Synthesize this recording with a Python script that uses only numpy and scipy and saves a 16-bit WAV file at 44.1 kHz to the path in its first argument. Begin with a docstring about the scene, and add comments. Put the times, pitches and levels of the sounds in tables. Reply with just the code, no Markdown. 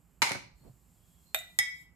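"""A low rumble and a faint hiss fill a small live room. To one side a dish is set on the dining table: it
clatters and settles with a thud. An arm bumps the table softly and a sleeve brushes it. A hard spoon grazes the
china as it is picked up, knocks on it close to the microphone, ticks twice as it slides, and lands again with a
clink, the table taking its weight with a low thump. Each hard contact is a short crack plus damped modes,
answered by the room; the china rings on after the knock and the clink."""
import sys
import numpy as np
from scipy import signal
from scipy.fft import rfft, irfft, next_fast_len
from scipy.io import wavfile
from scipy.ndimage import map_coordinates

SR = 44100
rng = np.random.default_rng(int(sys.argv[2]) if len(sys.argv) > 2 else 0)


def put_to_file(sound):
    """Save the sound as 16-bit audio at rate SR, in the file named by the first command-line argument."""
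    columns = np.atleast_2d(sound).T  # one column per channel
    safe = np.clip(columns, -1, 1)
    whole_steps = np.round(safe * 32767)
    wavfile.write(sys.argv[1], SR, whole_steps.astype(np.int16))


N = 85995


def amp(db):
    """Decibels to gain."""
    return 10 ** (np.asarray(db) / 20)


def unit_rms(x):
    """Scale to rms 1."""
    return x / np.sqrt(np.mean(x ** 2) + 1e-20)


def curve_at(points, hz):
    """Interpolate (freq_hz, value) points on a log frequency axis."""
    freqs, values = np.transpose(points)
    return np.interp(np.log(hz + 1), np.log(freqs + 1), values)


def noise(spectrum, size):
    """Two independent coloured noises of rms 1."""
    n_fft = next_fast_len(size + 8192)
    gain = amp(curve_at(spectrum, np.fft.rfftfreq(n_fft, 1 / SR)))
    white = rng.standard_normal((2, n_fft))
    return unit_rms(irfft(rfft(white) * gain, n_fft)[:, :size])


def widen(pair, correlation):
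    """Mix two noises to a left-right correlation, clipped to +-1."""
    angle = np.arccos(np.clip(correlation, -1, 1)) / 2
    return np.cos(angle) * pair[0] + np.sin(angle) * np.array([pair[1], -pair[1]])


def pan(db):
    """Stereo gains, left over right by db."""
    return amp(np.array([[db], [-db]]) / 2)


def add(track, start_s, sound):
    """Mix a sound in at start_s."""
    part = track[:, round(start_s * SR):][:, :sound.shape[1]]
    part += sound[:, :part.shape[1]]


def swell(centre_s, width_s):
    """Gaussian envelope of peak 1."""
    return np.exp(-.5 * ((np.arange(N) / SR - centre_s) / width_s) ** 2)


def wobble(knots_per_s):
    """Smooth random curve."""
    knots = rng.standard_normal(int(N * knots_per_s / SR) + 4)
    return map_coordinates(knots, [np.arange(N) * knots_per_s / SR])


def low_cut(x, hz):
    """Fourth-order high-pass."""
    return signal.sosfilt(signal.butter(4, hz, "highpass", fs=SR, output="sos"), x)


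def tuned(pitches_hz, rows):
    """Prefix each mode's row with its pitch."""
    return [(hz, *row) for hz, row in zip(pitches_hz, rows)]


def ring(modes, lag_s):
    """Damped modes that start together; the left channel's phase trails the right by lag_s."""
    t = np.arange(SR * 3 // 4) / SR
    scatter_cycles, attack_s = 0.12, 0.0005
    sound = np.zeros((2, len(t)))
    for hz, db, t60_s, pan_db in modes:
        phase = hz * lag_s * np.array([[-.5], [.5]]) + scatter_cycles * rng.standard_normal((2, 1))
        sound += pan(pan_db) * amp(db - 60 * t / t60_s) * np.cos(2 * np.pi * (hz * t + phase))
    return sound * np.minimum(t / attack_s, 1)


# freq_hz, t60_s
ROOM_DECAY = [(100, 0.66), (500, 0.4), (2000, 0.36), (5000, 0.39), (9000, 0.28), (14000, 0.28)]
# freq_hz, correlation
ROOM_STEREO = [(100, .95), (300, .7), (700, -1.3), (2000, -.1), (6000, 0.49), (9000, 0.94), (13000, .7)]
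ROOM_BUILD_S, REFLECTIONS_DB = 0.011, -10


def in_room(sound, tail_db):
    """Direct sound, eight reflections a side from table and walls, and a diffuse tail."""
    hz, t, bands = signal.stft(rng.standard_normal((2, SR * 3 // 4)), SR, nperseg=256)
    bands = widen(bands, curve_at(ROOM_STEREO, hz)[:, None])
    decay = amp(-60 * t / curve_at(ROOM_DECAY, hz)[:, None])
    tail = signal.istft(bands * decay, SR, nperseg=256)[1]
    tail *= 1 - np.exp(-np.arange(tail.shape[1]) / SR / ROOM_BUILD_S)
    reflections = np.zeros_like(tail)
    for side in reflections:
        side[rng.integers(SR // 600, SR // 60, size=8)] = rng.choice([-1, 1], size=8) / np.sqrt(8)
    response = amp(tail_db) * tail / np.linalg.norm(tail[0]) + amp(REFLECTIONS_DB) * reflections
    response[:, 0] += 1  # direct path
    return signal.fftconvolve(sound, response, axes=1)


def strikes(hits, modes, crack_spectrum, lag_s, crack_db, crack_t60_s, tail_db):
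    """Each contact is a noise crack and a ring of the modes, answered by the room."""
    track = np.zeros((2, N))
    for start_s, db in hits:
        body = ring(modes, lag_s)
        t = np.arange(body.shape[1]) / SR
        crack = amp(crack_db - 60 * t / crack_t60_s) * noise(crack_spectrum, len(t))
        add(track, start_s, amp(db) * in_room(body + crack, tail_db))
    return track


# freq_hz, gain_db
RUMBLE_SPECTRUM = [(15, -27.5), (25, -12), (59, 4.5), (134, -4.5), (168, 3), (197, -6.5), (413, -18),
                   (447, -20), (1060, -21.5), (1680, -28.5), (3000, -30), (3900, -56.5), (6600, -120)]
# freq_hz, gain_db
HISS_SPECTRUM = [(1500, -15.5), (3300, -7.5), (5000, -5), (6400, -7.5), (7200, 6.5), (8000, 3), (8700, -1),
                 (9900, -6), (11800, 1), (13000, 1), (14300, -2), (16000, -16)]
# time_s, level_db
HISS_LEVELS = [(0, -73.5), (0.531, -82.5), (.58, -71.5), (1.3, -68.5), (1.821, -66), (1.88, -80)]
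RUMBLE_DB, HISS_WOBBLE_DB = -64, 1


def background():
    """Low room rumble and a faint, wavering hiss."""
    rumble = noise(RUMBLE_SPECTRUM + [(6000, -53)], N)  # flat floor above 6 kHz
    rumble = amp(RUMBLE_DB) * widen(rumble, correlation=0.8) * pan(db=-6.5)
    hiss = widen(noise(HISS_SPECTRUM, N), correlation=0.76)
    hiss_db = np.interp(np.arange(N) / SR, *np.transpose(HISS_LEVELS))
    hiss_db += HISS_WOBBLE_DB * wobble(knots_per_s=16)
    return rumble + amp(hiss_db) * hiss


# centre_s, width_s, level_db, pitch_hz
SPOON_GRAZES = [(.64, 0.044, -74, 4303), (1.14, 0.1, -79.5, 3300), (1.294, 0.041, -71, 4200)]
GRAZE_BANDWIDTH_HZ = 35


def grazes():
    """Each light rub of the spoon feeds one narrow resonance of the china."""
    track = np.zeros((2, N))
    for centre_s, width_s, db, hz in SPOON_GRAZES:
        resonator = signal.iirpeak(hz, hz / GRAZE_BANDWIDTH_HZ, fs=SR)
        tone = unit_rms(signal.lfilter(*resonator, rng.standard_normal((2, N))))
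        track += amp(db) * swell(centre_s, width_s) * widen(tone, correlation=0.2)
    return track


# freq_hz, gain_db
SLEEVE_SPECTRUM = [(60, 3), (200, 2), (700, -7), (1300, -21.5), (5000, -38)]
# start_s, level_db, pitch_hz, t60_s; the first three are the arm, the last is the table taking the spoon's
# weight at the clink
TABLE_BUMPS = [(0.533, -53, 47, 0.5), (0.614, -50, 134, .2), (0.696, -43.5, 126, 0.14),
               (1.592, -47, 118.6, 0.13)]
SLEEVE_DB, BUMP_ATTACK_S = -53.5, 0.0013


def arm():
    """A sleeve brushes the table; each soft bump of the arm, and the table taking the spoon's weight at the
    clink, rings one low mode."""
    t = np.arange(N) / SR
    cloth = widen(noise(SLEEVE_SPECTRUM, N), correlation=0.38)
    track = amp(SLEEVE_DB) * swell(centre_s=0.669, width_s=0.024) * cloth
    attack = 1 - np.exp(-t / BUMP_ATTACK_S)
    for start_s, db, hz, t60_s in TABLE_BUMPS:
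        bump = attack * amp(db - 60 * t / t60_s) * np.sin(2 * np.pi * hz * t)
        add(track, start_s, bump[None])
    return track * pan(db=-3.5)


# start_s, level_db
THUD_HITS = [(0.219, -32.5), (0.3085, -33), (0.319, -49.5), (0.349, -37)]
# pitch_hz, level_db, t60_s, pan_db
TABLETOP_MODES = [(124, -5.5, 0.13, -1), (186.5, -2.5, 0.1, -0.5), (288.5, -3, .08, -4.5),
                  (362.2, -4, 0.1, -0.5), (563, 0, 0.068, 1.5), (704, 4, 0.02, -5)]
# freq_hz, gain_db
THUD_SPECTRUM = [(50, -7), (120, 5), (700, -10.5), (1500, -2), (5000, -49)]
# start_s, level_db
CLATTER_HITS = [(0.2194, -23), (0.2222, -23), (0.2260, -23), (0.2310, -30), (0.2935, -35), (0.3080, -42),
                (0.3180, -31)]
# pitch_hz
DISH_PITCHES_HZ = [890, 955, 1450, 1980, 2095, 2185, 2260, 2400, 2860, 4120, 6600, 9030]
# level_db, t60_s, pan_db
DISH_MODES = [(-2, 0.04, 0), (-6.5, 0.049, -2.5), (-8, 0.0088, 1), (-5, 0.043, -2.5), (-4.5, 0.033, 15.5),
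              (-2, 0.054, -2.5), (-1, .06, 0.5), (-8, .05, -3.5), (-8.5, 0.037, 3), (-2, .025, -0.5),
              (-6.5, .025, -6.5), (-2, 0.029, 0.5)]
# freq_hz, gain_db
CLATTER_SPECTRUM = [(150, -11.5), (400, -6.5), (800, -4.5), (1200, 2.5), (1700, -1), (2300, 3),
                    (3400, -1.5), (4600, 2.5), (6500, -3.5), (7600, -0.5), (9200, -11.5), (12000, -11),
                    (15000, -22.5)]
DISH_DETUNE, DISH_LAG_S = 0.0062, -0.00029


def dish():
    """The dish thuds into the table top and clatters, its modes shifting a little with each contact."""
    track = strikes(THUD_HITS, TABLETOP_MODES, THUD_SPECTRUM, DISH_LAG_S,
                    crack_db=3, crack_t60_s=0.05, tail_db=-13.5)
    for hit in CLATTER_HITS:
        pitches_hz = DISH_PITCHES_HZ * (1 + DISH_DETUNE * rng.standard_normal(len(DISH_PITCHES_HZ)))
        track += strikes([hit], tuned(pitches_hz, DISH_MODES), CLATTER_SPECTRUM, DISH_LAG_S,
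                         crack_db=5.5, crack_t60_s=0.018, tail_db=-4)
    return low_cut(track, hz=95) * pan(db=-0.6)


# pitch_hz; the lowest two beat
CHINA_PITCHES_HZ = [1976, 1991, 2224, 2390, 3268, 3712, 3736, 3967, 5083, 5627, 6878, 7487, 8955]
# t60_s, knock_level_db, clink_level_db
CHINA_MODES = [(0.32, -40, -23.5), (0.33, -52, -30.5), (0.43, -69, -32), (0.27, -42.5, -48),
               (0.2, -67, -32.5), (0.3, -39, -58), (0.12, -53.5, -36), (0.1, -43, -52), (0.093, -77, -29),
               (.26, -58.5, -41.5), (0.2, -66.5, -43), (0.079, -56.5, -40.5), (.14, -57, -44)]
SPOON_LAG_S = 0.00026


def china():
    """The china's long modes ring on; where the spoon lands decides which ones speak."""
    track = np.zeros((2, N))
    for landing, (start_s, _) in enumerate([KNOCK_HITS[0], CLINK_HITS[0]]):
        modes = [(hz, levels_db[landing], t60_s, 0)
                 for hz, t60_s, *levels_db in tuned(CHINA_PITCHES_HZ, CHINA_MODES)]
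        add(track, start_s, in_room(ring(modes, SPOON_LAG_S), tail_db=-2.5))
    return track * pan(db=0.5)


# start_s, level_db
KNOCK_HITS = [(1.3457, -22.5), (1.3480, -27.5)]
# pitch_hz
KNOCK_PITCHES_HZ = [635, 715, 1400, 1997, 2420, 2900, 3640, 4330, 6120, 7420, 7950, 9620, 11100, 11950,
                    14550]
# level_db, t60_s, pan_db
KNOCK_MODES = [(-17.5, 0.16, -10), (0, 0.028, 2), (-1, 0.012, -9), (0.5, 0.052, 2), (2.5, 0.023, -1.5),
               (0.5, 0.012, -5.5), (-4, 0.045, -11.5), (-6.5, 0.015, -6.5), (-7.5, 0.018, -1.5),
               (-5, 0.01, -11), (-7, 0.042, 5), (-7.5, 0.028, -0.5), (-16.5, 0.0067, 3), (3, 0.022, 1.5),
               (-5, .02, 9.5)]
# freq_hz, gain_db
KNOCK_SPECTRUM = [(200, -48), (450, -12), (700, -12), (1500, 2.5), (3500, 1), (5100, -25), (6500, -6),
                  (9000, -13), (15000, -17)]
# start_s, level_db
TICK_HITS = [(1.3702, -44.5), (1.3882, -42)]
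# pitch_hz, level_db, t60_s, pan_db
TICK_MODES = [(7130, -6.5, 0.1, 0.0051), (8000, 0, 0.026, 0.043), (8800, -1, 0.033, 0.0046),
              (12200, -12.5, 0.028, 0)]
# freq_hz, gain_db
TICK_SPECTRUM = [(2000, -12.5), (5200, -20), (7600, 5), (9000, -10.5), (12000, -15.5), (15000, -13.5)]
# start_s, level_db
CLINK_HITS = [(1.5881, -17.5)]
# pitch_hz
CLINK_PITCHES_HZ = [820, 1984, 3567, 5215, 6620, 8030, 8810, 9100, 12000, 13300]
# level_db, t60_s, pan_db
CLINK_MODES = [(-19.5, 0.044, -7), (-1.5, 0.13, -5), (-8, 0.054, -5), (-6, 0.06, -3.5), (-12, 0.04, -7),
               (-10.5, 0.029, -2.5), (0.5, 0.013, -8.5), (-9.5, 0.067, 10), (-11, 0.031, 7.5),
               (-24, 0.027, 1)]
# freq_hz, gain_db
CLINK_SPECTRUM = [(200, -24.5), (600, -7.5), (1200, -7), (2500, 2.5), (5000, 2), (8500, 11.5), (11000, -31),
                  (13500, 5.5), (16000, -4)]


def spoon():
    """A dull knock with a rebound, two ticks, a bright clink; the spoon is too small to radiate bass."""
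    knock = strikes(KNOCK_HITS, tuned(KNOCK_PITCHES_HZ, KNOCK_MODES), KNOCK_SPECTRUM, SPOON_LAG_S,
                    crack_db=-1.5, crack_t60_s=0.015, tail_db=-13)
    ticks = strikes(TICK_HITS, TICK_MODES, TICK_SPECTRUM, SPOON_LAG_S,
                    crack_db=3.5, crack_t60_s=0.025, tail_db=-13)
    clink = strikes(CLINK_HITS, tuned(CLINK_PITCHES_HZ, CLINK_MODES), CLINK_SPECTRUM, SPOON_LAG_S,
                    crack_db=3, crack_t60_s=0.014, tail_db=-14.5)
    return low_cut(knock + ticks + clink, hz=520) * pan(db=-2.16)


def scene():
    """Everything at the table, over the background."""
    return dish() + arm() + spoon() + china() + background() + grazes()


# freq_hz, gain_db
MIC_ROLLOFF = [(13000, -1.5), (14400, -4), (15600, -13.5), (16600, -18.5)]
BAND_LIMIT_HZ = 16700


def record(dry):
    """The microphone's treble roll-off and band limit."""
    n_fft = next_fast_len(N + SR // 2)
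    hz = np.fft.rfftfreq(n_fft, 1 / SR)
    gain = amp(curve_at(MIC_ROLLOFF, hz)) * (hz < BAND_LIMIT_HZ)
    return irfft(rfft(dry, n_fft) * gain, n_fft)[:, :N]


dry = scene()
out = record(dry)
put_to_file(out)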